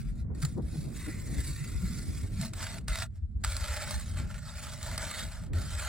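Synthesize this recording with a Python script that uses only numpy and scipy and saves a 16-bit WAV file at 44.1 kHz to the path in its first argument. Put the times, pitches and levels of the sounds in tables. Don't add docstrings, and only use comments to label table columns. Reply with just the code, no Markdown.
import sys
import numpy as np
from scipy import signal
from scipy.fft import rfft, irfft, next_fast_len
from scipy.io import wavfile
from scipy.ndimage import uniform_filter1d, map_coordinates

SR = 44100
rng = np.random.default_rng(int(sys.argv[2]) if len(sys.argv) > 2 else 0)


def gain_from_db(level_db):
    decades = np.asarray(level_db, float) / 20
    return 10 ** decades


def wav_record(signal):
    frames = np.transpose(np.atleast_2d(signal))
    bounded = np.clip(frames, -1, 1)
    quanta = np.round(bounded * 32767).astype(np.int16)
    wavfile.write(sys.argv[1], SR, quanta)


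N = 259308

ICE_REACHED_S = 2.36, 2.42
# time_s, grind_over_shaving_db, drum_over_grind_db, low_blade_over_grind_db
PART_LEVELS = [(0, -5, -8, 2), (.45, -6.5, -8, 0), (.84, -8.5, -8, -10), (1.08, -2, -8, -14),
               (1.4, -7.5, -8, -12), (1.55, -6.5, -8, 0), (2.06, -8.5, -8, 2.5), (2.45, -5, 0.5, -6),
               (2.66, -2, -3, -16), (2.78, -2.5, 5, -9), (2.9, -0.5, -6, -0.5), (3.55, -4.5, -1.5, 3.5),
               (3.8, -1.5, 2, -6.5), (4.1, -3.5, -5.5, -9), (4.27, 3, 1, 6), (4.46, -4.5, 2.5, 1),
               (4.72, -4, 0, 1), (4.9, -1.5, 0, -12), (5.22, -1.5, -7.5, -5), (5.5, -1.5, 7.5, 6.5),
               (5.65, -5, -5, 8), (5.88, 0.5, -3.5, -8)]


def cutting():
    grind_db, drum_db, low_blade_db = curves(PART_LEVELS)
    in_ice = np.interp(np.arange(N) / SR, ICE_REACHED_S, [0, 1])
    pressure = effort()
    plain_breaks = fractures(spread_db=2.5, chatter_db=1.1, snaps_db=0, in_ice=in_ice)
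    even = pressure * plain_breaks
    breaks = pressure * patchy(plain_breaks, broad_db=1.2, narrow_db=3.5)
    body = grind(breaks, in_ice) + blade_modes(even, low_blade_db, in_ice)
    body = body + squeak(even, in_ice) + gain_from_db(drum_db) * hole_drum(even, in_ice)
    ring = gain_from_db(-46.0) * signal.fftconvolve(breaks, steel(scatter_db=1.0))[:N]
    return chips(breaks, in_ice) + ring + gain_from_db(grind_db - 1.1 * in_ice) * body


# time_s, level_db
EFFORT = [(0, -58), (.15, -70.5), (.36, -63), (.44, -51), (.52, -59.5), (.74, -54.5), (1.02, -48.5),
          (1.24, -54.5), (1.47, -45), (1.7, -51.5), (1.92, -47.5), (2.2, -51.5), (2.3, -58), (2.44, -46.5),
          (2.66, -44), (2.78, -50.5), (2.96, -43), (3.45, -45.5), (3.92, -43.5), (4.05, -53), (4.4, -57.5),
          (4.64, -48), (4.84, -45), (5.21, -43.5), (5.36, -55.5), (5.46, -61.5), (5.6, -48), (5.88, -44)]
# middle_s, change_db, half_length_s
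SURGES = [(0.207, 7, 0.045), (0.43, 12, 0.0099), (0.58, 11.5, 0.008), (0.653, -9, 0.025),
          (0.886, -6, 0.054), (2.552, -11.5, 0.02), (2.812, 9, .005), (3.166, 18.5, 0.03),
          (3.417, 14, 0.017), (3.73, 3.5, 0.017), (3.865, -5, 0.015), (4.189, 7, 0.025),
          (4.477, 5.5, 0.035), (4.782, -8, 0.035), (4.973, -11, 0.011)]
# blades_let_go_s, blades_catch_again_s, depth_db
STALLS = [(0.203, 0.349, 22), (0.532, 0.623, 15), (2.463, 2.533, 22), (2.773, 2.88, 28.5),
          (3.037, 3.438, 42), (4.2, 4.295, 4.5), (5.463, 5.532, 29)]
LET_GO_S, CATCH_S = 0.058, .006


def effort():
    t = np.arange(N) / SR
    level_db, = curves(EFFORT)
    for middle, change_db, half in SURGES:
        level_db = level_db + change_db * np.exp(-((t - middle) / half) ** 2)
    for let_go, catch, depth_db in STALLS:
        stalled = np.minimum((t - let_go) / LET_GO_S, (catch - t) / CATCH_S)
        level_db = level_db - depth_db * np.clip(stalled, 0, 1)
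    return gain_from_db(level_db)


def fractures(spread_db, chatter_db, snaps_db, in_ice):
    size = gain_from_db(spread_db * rng.standard_normal(N))
    chatter = gain_from_db(chatter_db * (wobble(30) + wobble(70) + wobble(180)))
    snaps = (rng.random(N) < 260 / SR) * rng.random(N) * in_ice
    snap_decay = np.exp(-np.arange(SR // 50) / SR / .0012)
    crackle = 1 + gain_from_db(snaps_db) * signal.fftconvolve(snaps, snap_decay)[:N]
    return unit(rng.standard_normal(N) * size * chatter * crackle)


def patchy(x, broad_db, narrow_db):
    z = signal.stft(x, nperseg=1024)[2]
    broad = broad_db * patches(z.shape, bins=20, hops=8)
    narrow = narrow_db * patches(z.shape, bins=2, hops=7)
    return unit(signal.istft(z * gain_from_db(broad + narrow), nperseg=1024)[1][:N])


# pitch_hz, level_db (per Hz)
CHIP_COLOUR = [(2200, -87), (2900, -19), (3430, -2), (4150, 1), (5000, 0), (6400, -4), (7700, 4), (8400, 0),
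               (9800, -3.5), (12200, -12), (14500, -9.5), (15900, -5), (16300, -91)]


def chips(breaks, in_ice):
    hiss = coloured(breaks, CHIP_COLOUR)
    return hiss + 0.34 * (1 - in_ice) * filtered(hiss, lambda hz: hz > 8800)


# pitch_hz, level_db (per Hz)
SNOW_GRIND = [(560, -69), (950, -9.5), (1250, -7), (1650, -4.5), (2040, -1), (2300, -1), (2800, -9),
              (3700, -55)]
# pitch_hz, level_db (per Hz)
ICE_GRIND = [(500, -18.5), (740, -13), (1000, -10.5), (1300, -4.5), (1700, -5.5), (2080, -5.5),
             (2900, -12.5), (3770, -22), (6380, -120)]


def grind(breaks, in_ice):
    return (1 - in_ice) * coloured(breaks, SNOW_GRIND) + in_ice * coloured(breaks, ICE_GRIND)


# pitch_hz, width_hz, level_db
LOW_BLADE = [(1390, 104, 0)]
# pitch_hz, width_hz, level_db
HIGH_BLADES = [(1690, 38, -8), (2050, 93, -10)]


def blade_modes(even, low_blade_db, in_ice):
    low = gain_from_db(low_blade_db) * resonant(even, LOW_BLADE)
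    high = in_ice * gain_from_db(3.8 * wobble(5)) * resonant(even, HIGH_BLADES)
    return gain_from_db(13.0) * (low + high)


# time_s, pitch_hz, level_db (against the grind)
SQUEAKS = [(.9, 1950, -1), (.97, 2030, 13), (1.14, 1960, 19), (1.26, 2080, 8), (1.32, 1790, 18),
           (1.39, 2050, 22), (1.51, 1780, 6), (1.59, 1970, 18.5), (1.8, 2100, 14), (1.92, 2030, 17),
           (1.99, 1670, 7), (2.15, 2200, 11)]


def squeak(even, in_ice):
    pitch_hz, level_db = curves(SQUEAKS)
    return (1 - in_ice) * gain_from_db(level_db) * gliding(even, pitch_hz, width_hz=98)


# pitch_hz, width_hz, level_db
HOLE_AIR = [(650.4, 50.4, 4), (899, 46, -5)]
# time_s, share (0 to 1)
SAGGING = [(3.1, 0), (3.4, 1), (4.77, 1), (4.9, .4), (5.5, 1)]
HOLE_SAG = .935


def hole_drum(even, in_ice):
    sag, = curves(SAGGING)
    usual = np.sqrt(1 - sag) * resonant(even, HOLE_AIR)
    lower = np.sqrt(sag) * resonant(even, HOLE_AIR, HOLE_SAG)
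    return gain_from_db(15.5) * in_ice * (usual + lower)


# pitch_hz, level_db, time_to_fall_60_db_s
STEEL_MODES = [(1280, -8, .03), (1850, -12, .055), (4650, -5, .015), (7190, -9, .08), (7900, -6, .015),
               (9200, -12, .015)]


def steel(scatter_db, tilt_db=0):
    t = np.arange(SR // 5) / SR
    lowest_hz = STEEL_MODES[0][0]
    ring = np.zeros(len(t))
    for hz, db, t60 in STEEL_MODES:
        start_db = db + tilt_db * np.log2(hz / lowest_hz) + scatter_db * rng.normal()
        ring += gain_from_db(start_db - 60 * t / t60) * np.sin(2 * np.pi * hz * t)
    return ring


# start_s, level_db (before a small fixed gain), grind_over_chips_db
BITES = [(0.419, -38.5, -12), (0.45, -31, -5), (2.4127, -32.5, -11.5), (2.5345, -39, 1), (2.627, -39, -1),
         (2.667, -38.5, 3.5), (2.782, -40.5, -3), (2.8814, -28, -2), (2.955, -32.5, 0.5), (2.9865, -33, -6),
         (3.021, -36, 4.5), (3.439, -27, -1), (3.4461, -19.5, -3.5), (3.5657, -27, -6), (3.608, -37.5, -6),
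         (3.826, -38, -3.5), (3.906, -32, -1.5), (4.31, -47, 3.5), (4.342, -48.5, 6), (4.379, -51, 4.5),
         (4.828, -33.5, -11), (4.9778, -25.5, -3.5), (5.533, -45, 1)]
# start_s, level_db (before a fixed cut), tilt_db_per_octave
CLINKS = [(0.3498, -45, 2), (0.4328, -21.5, -8.5), (0.4495, -28, 2)]
SHARP_BITE_DB, SHARP_BITE_S, SOFTER_S_PER_DB = -19, .016, 0.0006


def bites():
    high, low, ring = np.zeros((3, N + SR))
    t = np.arange(SR // 5) / SR
    for s, db, grind_db in BITES:
        t60 = SHARP_BITE_S + SOFTER_S_PER_DB * max(SHARP_BITE_DB - db, 0)
        start = round(s * SR)
        crunch = rng.standard_normal(len(t)) * gain_from_db(rng.standard_normal(len(t)))
        crunch *= (1 - np.exp(-t / .0006)) * gain_from_db(db + .8 - 60 * t / t60)
        high[start:][:len(t)] += crunch
        low[start:][:len(t)] += gain_from_db(grind_db) * crunch
    for s, db, tilt_db in CLINKS:
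        ring[round(s * SR):][:len(t)] += gain_from_db(db - 6.0) * steel(scatter_db=4.0, tilt_db=tilt_db)
    return coloured(high[:N], CHIP_COLOUR) + coloured(low[:N], ICE_GRIND) + ring[:N]


# pitch_hz, lead_radians
PORT_LEAD = [(300, -1), (2840, 0.39), (3270, -1.1), (4650, -1.05), (6550, -1.5), (9730, -1.37), (12500, -2),
             (16000, -3)]
# pitch_hz, left_over_right_db
PORT_BALANCE = [(500, -.5), (1400, -2.3), (2700, .5), (4200, -2), (6400, -4), (9000, 2), (15000, .5)]
# pitch_hz, wander_radians
PHASE_WANDER = [(800, .16), (2500, .3), (4000, .48), (14000, .65)]


def ports(x):
    def half(hz):
        return gain_from_db(along(PORT_BALANCE, hz) / 2) * np.exp(.5j * along(PORT_LEAD, hz))

    pair = filtered(x, lambda hz: np.array([half(hz), 1 / half(hz)]))
    hz, _, z = signal.stft(pair, SR, nperseg=256)
    wander = along(PHASE_WANDER, hz)[:, None] * patches(z.shape, bins=3, hops=4)
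    return signal.istft(z * np.exp(1j * wander), SR, nperseg=256)[1][:, :N]


# time_s, level_db
WIND = [(0, -40), (.4, -40.5), (1.4, -39), (1.65, -43), (2.1, -39), (2.75, -44), (3.15, -49.5), (3.7, -47),
        (4.2, -43), (4.55, -53), (5.0, -45), (5.38, -48), (5.53, -38.5), (5.88, -50)]
# pitch_hz, level_db (per Hz)
BUFFET = [(12, -38), (20, -22), (38, -4), (59, -3.5), (95, -2), (130, -19), (170, -69), (290, -120)]
# pitch_hz, level_db (per Hz)
FLUTTER = [(40, -92), (80, -21.5), (110, 8), (150, 8.5), (240, 0.5), (330, -50), (600, -120)]
# pitch_hz, level_db (per Hz)
RUSTLE = [(180, -39), (270, 0.5), (450, -12.5), (650, -18), (900, -27.5), (2200, -34.5), (4000, -120)]
CALM_DB, BUFFET_DB, BUFFET_GROWS, RUSTLE_DB, RUSTLE_GROWS = -44.5, -39, 0.22, -59.5, 1.66


def wind():
    flutter_db, = curves(WIND)
    buffet_db = BUFFET_DB + BUFFET_GROWS * (flutter_db - CALM_DB)
    rustle_db = RUSTLE_DB + RUSTLE_GROWS * (flutter_db - CALM_DB)
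    buffet = gain_from_db(buffet_db) * gusts(BUFFET, alike=0.78, rate=12, lumps_db=3)
    flutter = gain_from_db(flutter_db) * gusts(FLUTTER, alike=0.39, rate=12, lumps_db=4)
    rustle = gain_from_db(rustle_db) * gusts(RUSTLE, alike=0.28, rate=12, lumps_db=5)
    return buffet + flutter + rustle + thumps()


def gusts(spectrum, alike, rate, lumps_db):
    common, left, right = [gain_from_db(lumps_db * wobble(rate)) * rng.standard_normal(N) for _ in range(3)]
    pair = np.sqrt(alike) * common + np.sqrt(1 - alike) * np.array([left, right])
    return unit(coloured(pair, spectrum))


# middle_s, level_db (before a random lean to one port), pitch_hz
THUMPS = [(.09, -28, 50), (.227, -28.5, 63.4), (.32, -28, 79), (.445, -22, 144.5), (.652, -29, 60.5),
          (.788, -27, 151), (.871, -33, 140), (1.088, -34, 308), (1.387, -23, 57.5), (1.505, -30.5, 138),
          (1.621, -29, 141), (1.771, -28, 55), (1.841, -27.5, 184), (1.859, -29, 52.3), (2.093, -27.5, 84),
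          (2.095, -30, 170), (2.246, -25.5, 95.5), (2.916, -25.5, 50.4), (3.242, -27.5, 75.5),
          (3.367, -27, 60), (3.483, -25, 56), (3.623, -28, 61.6), (3.709, -30, 68), (3.963, -26, 67),
          (4.15, -30, 74), (5.525, -29.5, 113), (5.57, -29, 84), (5.863, -30.5, 75)]
THUMP_S, THUMP_TURNS = 0.012, 0.49
SKEW_RAD_PER_HZ = 0.00574


def thumps():
    t = np.arange(N) / SR
    side = np.array([[1], [-1]])
    out = np.zeros((2, N))
    for (s, db, hz), (start, skew, lean_db) in zip(THUMPS, rng.standard_normal((len(THUMPS), 3))):
        near = slice(max(round((s - .15) * SR), 0), round((s + .15) * SR))
        u = t[near] - s
        swing = np.sin(2 * np.pi * (hz * u + start) + side * skew * SKEW_RAD_PER_HZ * hz)
        swell = np.exp(-(u / (THUMP_S + THUMP_TURNS / hz)) ** 2)
        out[:, near] += gain_from_db(db + side * lean_db) * swell * swing
    return out


# middle_s, level_db, left_over_right_db
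PUFFS = [(0.314, -42, 2.5), (0.589, -36, 6), (0.745, -43, 3), (0.875, -45, 1.5), (1.089, -42, -6),
         (1.39, -42, -3), (1.75, -47, 0), (2.25, -44, 0), (5.516, -48.5, -7)]
# pitch_hz, level_db (per Hz)
PUFF_COLOUR = [(120, -18), (250, 2.5), (500, -12), (1000, -24.5), (1500, -37), (3000, -120)]


def puffs():
    t = np.arange(N) / SR
    swell = np.zeros((2, N))
    for s, db, pan_db in PUFFS:
        swell += gain_from_db(db + np.array([[pan_db], [-pan_db]]) / 2) * np.exp(-((t - s) / 0.019) ** 2)
    return swell * gusts(PUFF_COLOUR, alike=0.19, rate=25, lumps_db=3.0)


def unit(x):
    return x / np.sqrt(np.mean(x ** 2) + 1e-20)


def along(points, hz):
    f, v = np.transpose(points)
    return np.interp(np.log(hz + 1), np.log(f + 1), v)


def curves(rows):
    s, *cols = np.transpose(sorted(map(tuple, rows)))
    return [np.interp(np.arange(N) / SR, s, c) for c in cols]


def wobble(rate):
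    knots = rng.standard_normal(int(N * rate / SR) + 4)
    return map_coordinates(knots, [np.arange(N) * rate / SR])


def patches(shape, bins, hops):
    across_pitch = uniform_filter1d(rng.standard_normal(shape), bins, axis=-2)
    return unit(uniform_filter1d(across_pitch, hops, axis=-1))


def filtered(x, response):
    m = next_fast_len(N + 8192)
    return irfft(rfft(x, m) * response(np.fft.rfftfreq(m, 1 / SR)), m)[..., :N]


def coloured(x, spectrum):
    mean_power = np.mean(gain_from_db(along(spectrum, np.linspace(0, SR / 2, num=4096))) ** 2)
    return filtered(x, lambda hz: gain_from_db(along(spectrum, hz))) / np.sqrt(mean_power)


def resonant(x, modes, pitch_ratio=1):
    def response(f):
        total = 0
        for centre, width, db in modes:
            total = total + gain_from_db(db) * 1j * f * width / ((centre * pitch_ratio) ** 2 - f * f + 1j * f * width)
        return total * (f > 480)

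    return filtered(x, response)


def gliding(x, pitch_hz, width_hz):
    turn = np.exp(2j * np.pi * np.cumsum(pitch_hz) / SR)
    ring = np.pi * width_hz / SR * np.exp(-np.pi * width_hz * np.arange(SR // 20) / SR)
    return 2 * np.real(turn * signal.fftconvolve(x / turn, ring)[:N])


def scene():
    return ports(cutting() + bites()) + wind() + puffs()


def band_limit(x):
    return signal.sosfilt(signal.butter(12, 16660, fs=SR, output="sos"), x)


def record(dry):
    mix = filtered(dry, lambda hz: hz < 15950)
    return band_limit(mix)


dry = scene()
out = record(dry)
wav_record(out)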